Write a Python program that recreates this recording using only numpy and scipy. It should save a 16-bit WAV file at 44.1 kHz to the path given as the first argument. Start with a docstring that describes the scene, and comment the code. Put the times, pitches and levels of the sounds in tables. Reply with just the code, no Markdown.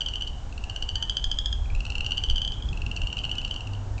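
"""At the wooded edge of a marsh, chorus frogs trill: overlapping calls, each a run of clicks that
climbs in pitch and strength. Every click is a few milliseconds of a buzzing voice box ringing the
vocal sac, the frog's throat balloon; tree trunks and the wood throw the sound back.
Behind them far water birds call, traffic murmurs, wind rumbles on the microphone
and a distant engine hums up near the end."""
import sys
import numpy as np
from scipy import signal
from scipy.fft import rfft, irfft
from scipy.io import wavfile
from scipy.ndimage import uniform_filter1d

SR = 44100
rng = np.random.default_rng(int(sys.argv[2]) if len(sys.argv) > 2 else 0)


def master_out(mix):
    """Clip the mix to full scale and print it as 16-bit PCM to the path in sys.argv[1]."""
    frames = np.transpose(np.atleast_2d(mix))
    ceiling = np.clip(frames, -1, 1)
    pcm = np.round(ceiling * 32767).astype(np.int16)
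    wavfile.write(sys.argv[1], SR, pcm)


N = 176400  # 4 seconds


def gain(db):
    """Turn decibels into a number to multiply by."""
    return 10 ** (np.asarray(db) / 20)


def normalize(x):
    """Scale a sound to an average strength (rms) of 1."""
    return x / np.sqrt(np.mean(x ** 2) + 1e-18)


def colour(x, curve):
    """Filter by a curve of (frequency [Hz], gain [dB]), fading 30 dB per octave beyond its ends."""
    hz, db = np.array(curve, float).T
    octaves = np.log2(np.maximum(np.arange(len(x) // 2 + 1) * SR / len(x), 1))
    beyond = np.maximum(np.log2(hz[0]) - octaves, 0) + np.maximum(octaves - np.log2(hz[-1]), 0)
    return irfft(rfft(x) * gain(np.interp(octaves, np.log2(hz), db) - 30 * beyond), len(x))


def noise(curve, count=N):
    """Noise of strength 1, with its lows and highs shaped by the curve."""
    return normalize(colour(rng.standard_normal(count), curve))


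def wander(per_s):
    """A smooth random drift, about 1 in size, that takes per_s steps a second."""
    hold = max(int(SR / per_s), 1)
    steps = np.repeat(rng.standard_normal(N // hold + 1), hold)
    return normalize(uniform_filter1d(uniform_filter1d(steps, hold), hold)[:N])


def add(out, start_s, x):
    """Mix x into out from a given time."""
    i = max(int(start_s * SR), 0)
    out[i:i + len(x)] += x[:max(N - i, 0)]


# Tone of far traffic (frequency [Hz], relative level [dB])
TRAFFIC_TONE = [(200, -1), (260, -3), (360, -5), (520, -6.5), (640, -6.5), (780, -3.5), (930, -6.5),
                (1100, -10), (1400, -13), (1750, -21)]
# Tone of the faint hiss (frequency [Hz], relative level [dB])
HISS_TONE = [(1100, -5), (1500, 1.5), (2000, -1.5), (3000, 1), (4500, -3), (7000, -1), (8500, -13)]
def traffic_and_hiss(t):
    """Far traffic wavers and grows slightly louder under a steady hiss."""
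    traffic = noise(TRAFFIC_TONE) * gain(-50.5 + 0.58 * t + 0.73 * wander(2.5))
    return traffic + gain(-57) * noise(HISS_TONE)


# The engine's two notes (start [s], pitch [Hz], level [dB])
ENGINE_NOTES = [(3.6, 99, -33.5), (3.23, 252, -56)]
def engine(t):
    """A distant engine hums: each note fades in quickly and wobbles a little in pitch."""
    rise_s, wobble = 0.065, 0.0071
    out = np.zeros(N)
    for start, hz, db in ENGINE_NOTES:
        phase = 2 * np.pi * np.cumsum(hz * (1 + wobble * wander(11))) / SR
        fade_in = np.clip((t - start) / rise_s, 0, 1)
        out += gain(db) * fade_in * np.sqrt(2) * np.sin(phase)
    return out


# Tone of the deep gusts (frequency [Hz], relative level [dB])
GUST_TONE = [(12, -1), (25, -1), (38, -1), (58, -0.5), (80, -10), (110, -23.5), (170, -39)]
# How the gusts rise and fall (time [s], relative level [dB])
GUST_LEVELS = [(0.0, -38), (0.27, -33.5), (0.78, -34.5), (0.83, -23), (0.9, -39), (0.93, -29), (1.18, -37),
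               (1.27, -26), (1.3, -33), (1.63, -25), (1.66, -32), (1.74, -22.5), (1.94, -33), (1.99, -26),
               (2.21, -38), (2.32, -22), (2.47, -32.5), (2.91, -29.5), (3.0, -39), (3.04, -24), (3.13, -40),
               (3.2, -29.5), (3.6, -39), (3.63, -32.5), (3.74, -40), (4.0, -28)]
# Tone of the rumble, a little higher than the gusts (frequency [Hz], relative level [dB])
RUMBLE_TONE = [(65, -4), (95, 1), (120, -5.5), (165, -14), (300, -23.5), (600, -43.5)]
# How the rumble swells (time [s], level [dB])
RUMBLE_LEVELS = [(0, -43.5), (.6, -43), (1.2, -43), (1.8, -41), (2.3, -39), (2.8, -36.5), (3.1, -37.5),
                 (3.5, -40.5), (4, -41)]
# Tone of the soft puffs (frequency [Hz], relative level [dB])
PUFF_TONE = [(70, 0.5), (130, 8), (300, -13.5), (500, -28.5), (1000, -53)]
# Each puff (time of peak [s], half width [s], level [dB])
PUFFS = [(2.642, 0.017, -39), (2.723, 0.014, -33), (2.9, 0.033, -40)]
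def wind(t):
    """Wind on the microphone: deep gusts, a steadier rumble and a few soft puffs."""
    gusts = noise(GUST_TONE) * gain(np.interp(t, *np.array(GUST_LEVELS).T) + 1)
    rumble = noise(RUMBLE_TONE) * gain(np.interp(t, *np.array(RUMBLE_LEVELS).T))
    puff_swells = sum(gain(db) * np.exp(-((t - peak) / width) ** 2 / 2) for peak, width, db in PUFFS)
    return gusts + rumble + noise(PUFF_TONE) * puff_swells


# Tone of the wood's echo (frequency [Hz], relative level [dB])
ECHO_TONE = [(1000, -5.5), (3000, 4), (4500, -5), (8000, -6)]
def wood_echo(x, fade_s=0.59):
    """The wood scatters x into a blur as strong as x itself, which dies by 60 dB in fade_s."""
    t = np.arange(SR) / SR
    delay_s = 0.007
    tail = noise(ECHO_TONE, count=SR) * np.exp(-np.log(1000) * t / fade_s) * (t > delay_s)
    return normalize(signal.fftconvolve(x, tail)[:N]) * np.std(x)


# Single echoes off near trunks and the water (delay [s], gain [dB])
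BOUNCES = [(0.0085, -17), (0.014, -21.5), (0.026, -21), (.051, -33.5)]
def with_marsh_echoes(x):
    """The sound itself, its single bounces, a short scatter from brush and the wood's longer echo."""
    out = x.copy()
    for delay, db in BOUNCES:
        add(out, delay, gain(db) * x)
    return out + gain(-11) * wood_echo(x, fade_s=0.16) + gain(-9) * wood_echo(x)


def hoot(length_s, top_hz, bend, note_db, octave_db):
    """One bird call: a note and its octave, arching up and down in pitch and loudness."""
    position = np.linspace(-1, 1, int(length_s * SR))  # 0 is the middle of the call
    waver = 0.0043 * wander(90)[:len(position)]
    phase = 2 * np.pi * np.cumsum(top_hz * (1 - bend * position ** 2 + waver)) / SR
    return (1 - position ** 2) * (gain(note_db) * np.sin(phase) + gain(octave_db) * np.sin(2 * phase))


# Bird calls (start [s], length [s], top pitch [Hz], bend [share of pitch], note [dB], octave [dB])
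BIRD_CALLS = [(0.611, 0.17, 780, .06, -52.5, -75), (.94, .15, 918, .08, -53, -55)]
def water_birds():
    """Two far hoots over the murmur of a flock so distant that only its echo is heard."""
    flock_hoots_per_s = 7
    calls, flock = np.zeros(N), np.zeros(N)
    for start, *call in BIRD_CALLS:
        add(calls, start, hoot(*call))
    for start in np.arange(0, N / SR, 1 / flock_hoots_per_s):
        late, high, loud = rng.standard_normal(3)
        db = -61 + 2 * loud
        voice = hoot(length_s=0.16, top_hz=794 + 70 * high, bend=0.07, note_db=db, octave_db=db - 13.5)
        add(flock, start + 0.05 * late, voice)
    return calls + gain(-8.5) * wood_echo(calls) + wood_echo(flock)


# Notes in the voice box's buzz (pitch [times the sac's pitch], relative level [dB])
VOICE_BOX_NOTES = [(0.532, -11.5), (1.528, -2), (2.55, -19.5)]
# Tone of the voice box's rasp (frequency [Hz], relative level [dB])
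RASP_TONE = [(1200, -7.5), (2300, 1), (3000, -4.5), (4000, 3), (5500, -1), (7300, -5), (9000, 4)]
def frog_click(hz):
    """The voice box snaps open and buzzes; the sac swells and rings on. Returns (sac tone, buzz)."""
    sac_rise_s, sac_fade_from_s, sac_fade_s = 0.0017, 0.0027, 0.0022
    push_rise_s, push_fade_from_s, push_fade_s = 0.00077, 0.0036, 0.0009
    sag_per_s, taut_hz, snap_s = 9.3, 3055, 0.00032
    t = np.arange(1024) / SR
    phase = 2 * np.pi * np.cumsum(hz * (1 - sag_per_s * (t - 0.002))) / SR  # the pitch slides down
    swell = np.sin(np.pi / 2 * np.minimum(t / sac_rise_s, 1))
    ring = swell * np.exp(-np.maximum(t - sac_fade_from_s, 0) / sac_fade_s)
    push = np.minimum(t / push_rise_s, 1) * np.exp(-np.maximum(t - push_fade_from_s, 0) / push_fade_s)
    # Early in a call the sac is slack and low: more rasp, weaker buzzing notes and a weaker octave.
    slack_khz = (taut_hz - hz) / 1000
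    notes = sum(gain(db + 1.7 * rng.standard_normal()) * np.sin(ratio * phase + rng.uniform(0, 2 * np.pi))
                for ratio, db in VOICE_BOX_NOTES)
    buzz = gain(-14.5 * slack_khz) * push * notes
    octave = gain(-5 - 9.5 * slack_khz) * ring * np.sin(2 * phase)
    snap = gain(2.5) * np.exp(-t / snap_s)
    rasp = noise(RASP_TONE, count=len(t)) * (gain(-8 + 12 * slack_khz) * push + snap)
    return ring * np.sin(phase), buzz + octave + rasp


def far_frogs():
    """Scattered dull clicks from farther out in the marsh: only the sac tone is heard."""
    from_s, until_s, clicks_per_s = 1.9, 3.5, 18
    out = np.zeros(N)
    for start in np.arange(from_s, until_s, 1 / clicks_per_s):
        late, loud, high = rng.standard_normal(3)
        sac, _ = frog_click(hz=2513 + 100 * high)
        add(out, start + 0.018 * late, gain(-51 + loud) * sac)
    return out


# How the frog's body shapes the buzz (frequency [Hz], gain [dB])
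BODY_TONE = [(1300, 6), (1700, -2), (2000, -16.5), (2500, -7.5), (3700, -2.5), (4050, 0), (4650, 1.5),
             (5200, -5), (5800, 0), (6400, -0.5), (6800, -2), (7300, 5), (8400, -14.5)]
# Each near click (start [s], relative level [dB], sac pitch [Hz], extra gain for the buzz [dB])
FROG_CLICKS = [(0.007, -19, 3100, -17), (0.0163, -20.5, 2966, -14), (0.061, -19, 3126, -20),
               (0.085, -22, 2974, -12.5), (0.1365, -23.5, 2914, -19), (0.1558, -20.5, 3046, -16),
               (0.2092, -23, 2950, -20.5), (0.2214, -20, 3030, -17.5), (0.2737, -24.5, 3013, -17.5),
               (0.2797, -31, 2970, -15), (0.5251, -38, 2690, -10.5), (0.5778, -31.5, 2760, -12.5),
               (0.6384, -28, 2774, -11), (0.697, -24.5, 2910, -12), (0.761, -22.5, 2950, -13),
               (0.824, -21, 2964, -12.5), (0.8892, -19.5, 2997, -14), (0.9555, -18, 3062, -13.5),
               (1.025, -16.5, 3098, -14), (1.0958, -15.5, 3170, -14.5), (1.1683, -15, 3167, -13.5),
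               (1.2412, -16, 3250, -14), (1.3143, -16, 3202, -15), (1.3868, -15.5, 3318, -15),
               (1.4581, -16, 3332, -16.5), (1.5271, -20, 3293, -15), (1.6566, -41.5, 2480, -28.5),
               (1.7009, -35, 2420, -16), (1.723, -45.5, 2570, -18.5), (1.7495, -30.5, 2630, -11.5),
               (1.7606, -35.5, 2725, -13.5), (1.8048, -26, 2750, -13), (1.8516, -27, 2710, -11),
               (1.8648, -29, 2860, -14), (1.9014, -24.5, 2747, -10), (1.9206, -27, 2800, -15),
               (1.9529, -21, 2797, -15), (1.9811, -24.5, 2860, -15), (2.0063, -19.5, 2786, -15.5),
               (2.045, -26.5, 2980, -15.5), (2.0634, -18, 2885, -14.5), (2.1078, -21.5, 2910, -16.5),
               (2.119, -16, 2910, -17.5), (2.172, -25, 3080, -14), (2.1784, -16, 2994, -18.5),
               (2.2372, -16, 3047, -15.5), (2.2864, -30, 3250, -24.5), (2.2985, -16.5, 3090, -16.5),
               (2.3092, -27, 2950, -11), (2.3586, -19, 3086, -17.5), (2.3675, -25.5, 3160, -22),
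               (2.3801, -19, 3020, -18), (2.4171, -17, 3122, -17), (2.448, -19.5, 3137, -19),
               (2.4764, -20, 3166, -18), (2.5196, -23.5, 3134, -17), (2.5389, -36.5, 3460, -15),
               (2.5718, -34, 3190, -35.5), (2.6227, -29, 3260, -21.5), (2.6547, -37, 3300, -23),
               (2.6877, -30.5, 3340, -16.5), (2.729, -31, 2683, -11), (2.7734, -30.5, 2743, -12),
               (2.8182, -27, 2740, -16), (2.8634, -26, 2750, -12), (2.9135, -22.5, 2826, -16.5),
               (2.9635, -26, 2904, -8.5), (2.972, -24, 2760, -17), (3.0169, -24, 2834, -13.5),
               (3.0347, -29, 2890, -18.5), (3.0706, -21.5, 2880, -16), (3.101, -28, 2940, -29),
               (3.1274, -21.5, 2870, -15.5), (3.169, -22, 2850, -19), (3.1805, -31.5, 2655, -8),
               (3.188, -22, 3040, -19), (3.2362, -32, 2710, -9.5), (3.241, -19, 2950, -28),
               (3.25, -23, 2830, -14), (3.2931, -27, 2800, -15.5), (3.3137, -17.5, 2957, -20),
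               (3.353, -34.5, 2680, -4.5), (3.382, -22.5, 3007, -15), (3.385, -22.5, 2970, -26.5),
               (3.4146, -32.5, 2740, -8), (3.4483, -20, 2885, -15.5), (3.4775, -34, 2770, -8.5),
               (3.5101, -19.5, 3030, -18.5), (3.5407, -30, 2925, -9.5), (3.561, -24.5, 2956, -17),
               (3.6062, -28.5, 2820, -14.5), (3.6717, -32.5, 2760, -11.5), (3.7339, -34.5, 2854, -9.5),
               (3.7496, -36, 2960, -21.5), (3.9792, -36, 2620, -8), (3.9859, -39, 2400, -9)]
def near_frogs():
    """The near frogs trill in runs of clicks, their buzz coloured by the ringing of the body."""
    sacs, buzzes = np.zeros(N), np.zeros(N)
    for start, db, hz, buzz_db in FROG_CLICKS:
        sac, buzz = frog_click(hz)
        add(sacs, start, gain(db) * sac)
        add(buzzes, start, gain(db + buzz_db) * buzz)
    return gain(-0.5) * (sacs + gain(1.5) * colour(buzzes, BODY_TONE))


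def scene():
    """Echoing frogs over birds, wind, traffic and an engine, in one channel."""
    t = np.arange(N) / SR
    frogs = with_marsh_echoes(near_frogs() + far_frogs())
    return (frogs + water_birds() + wind(t) + traffic_and_hiss(t) + engine(t))[None]


def record(dry):
    """Cut the highest treble away steeply."""
    top_hz = 8400
    return signal.sosfilt(signal.ellip(8, 0.3, 70, top_hz, fs=SR, output="sos"), dry)


dry = scene()
out = record(dry)
master_out(out)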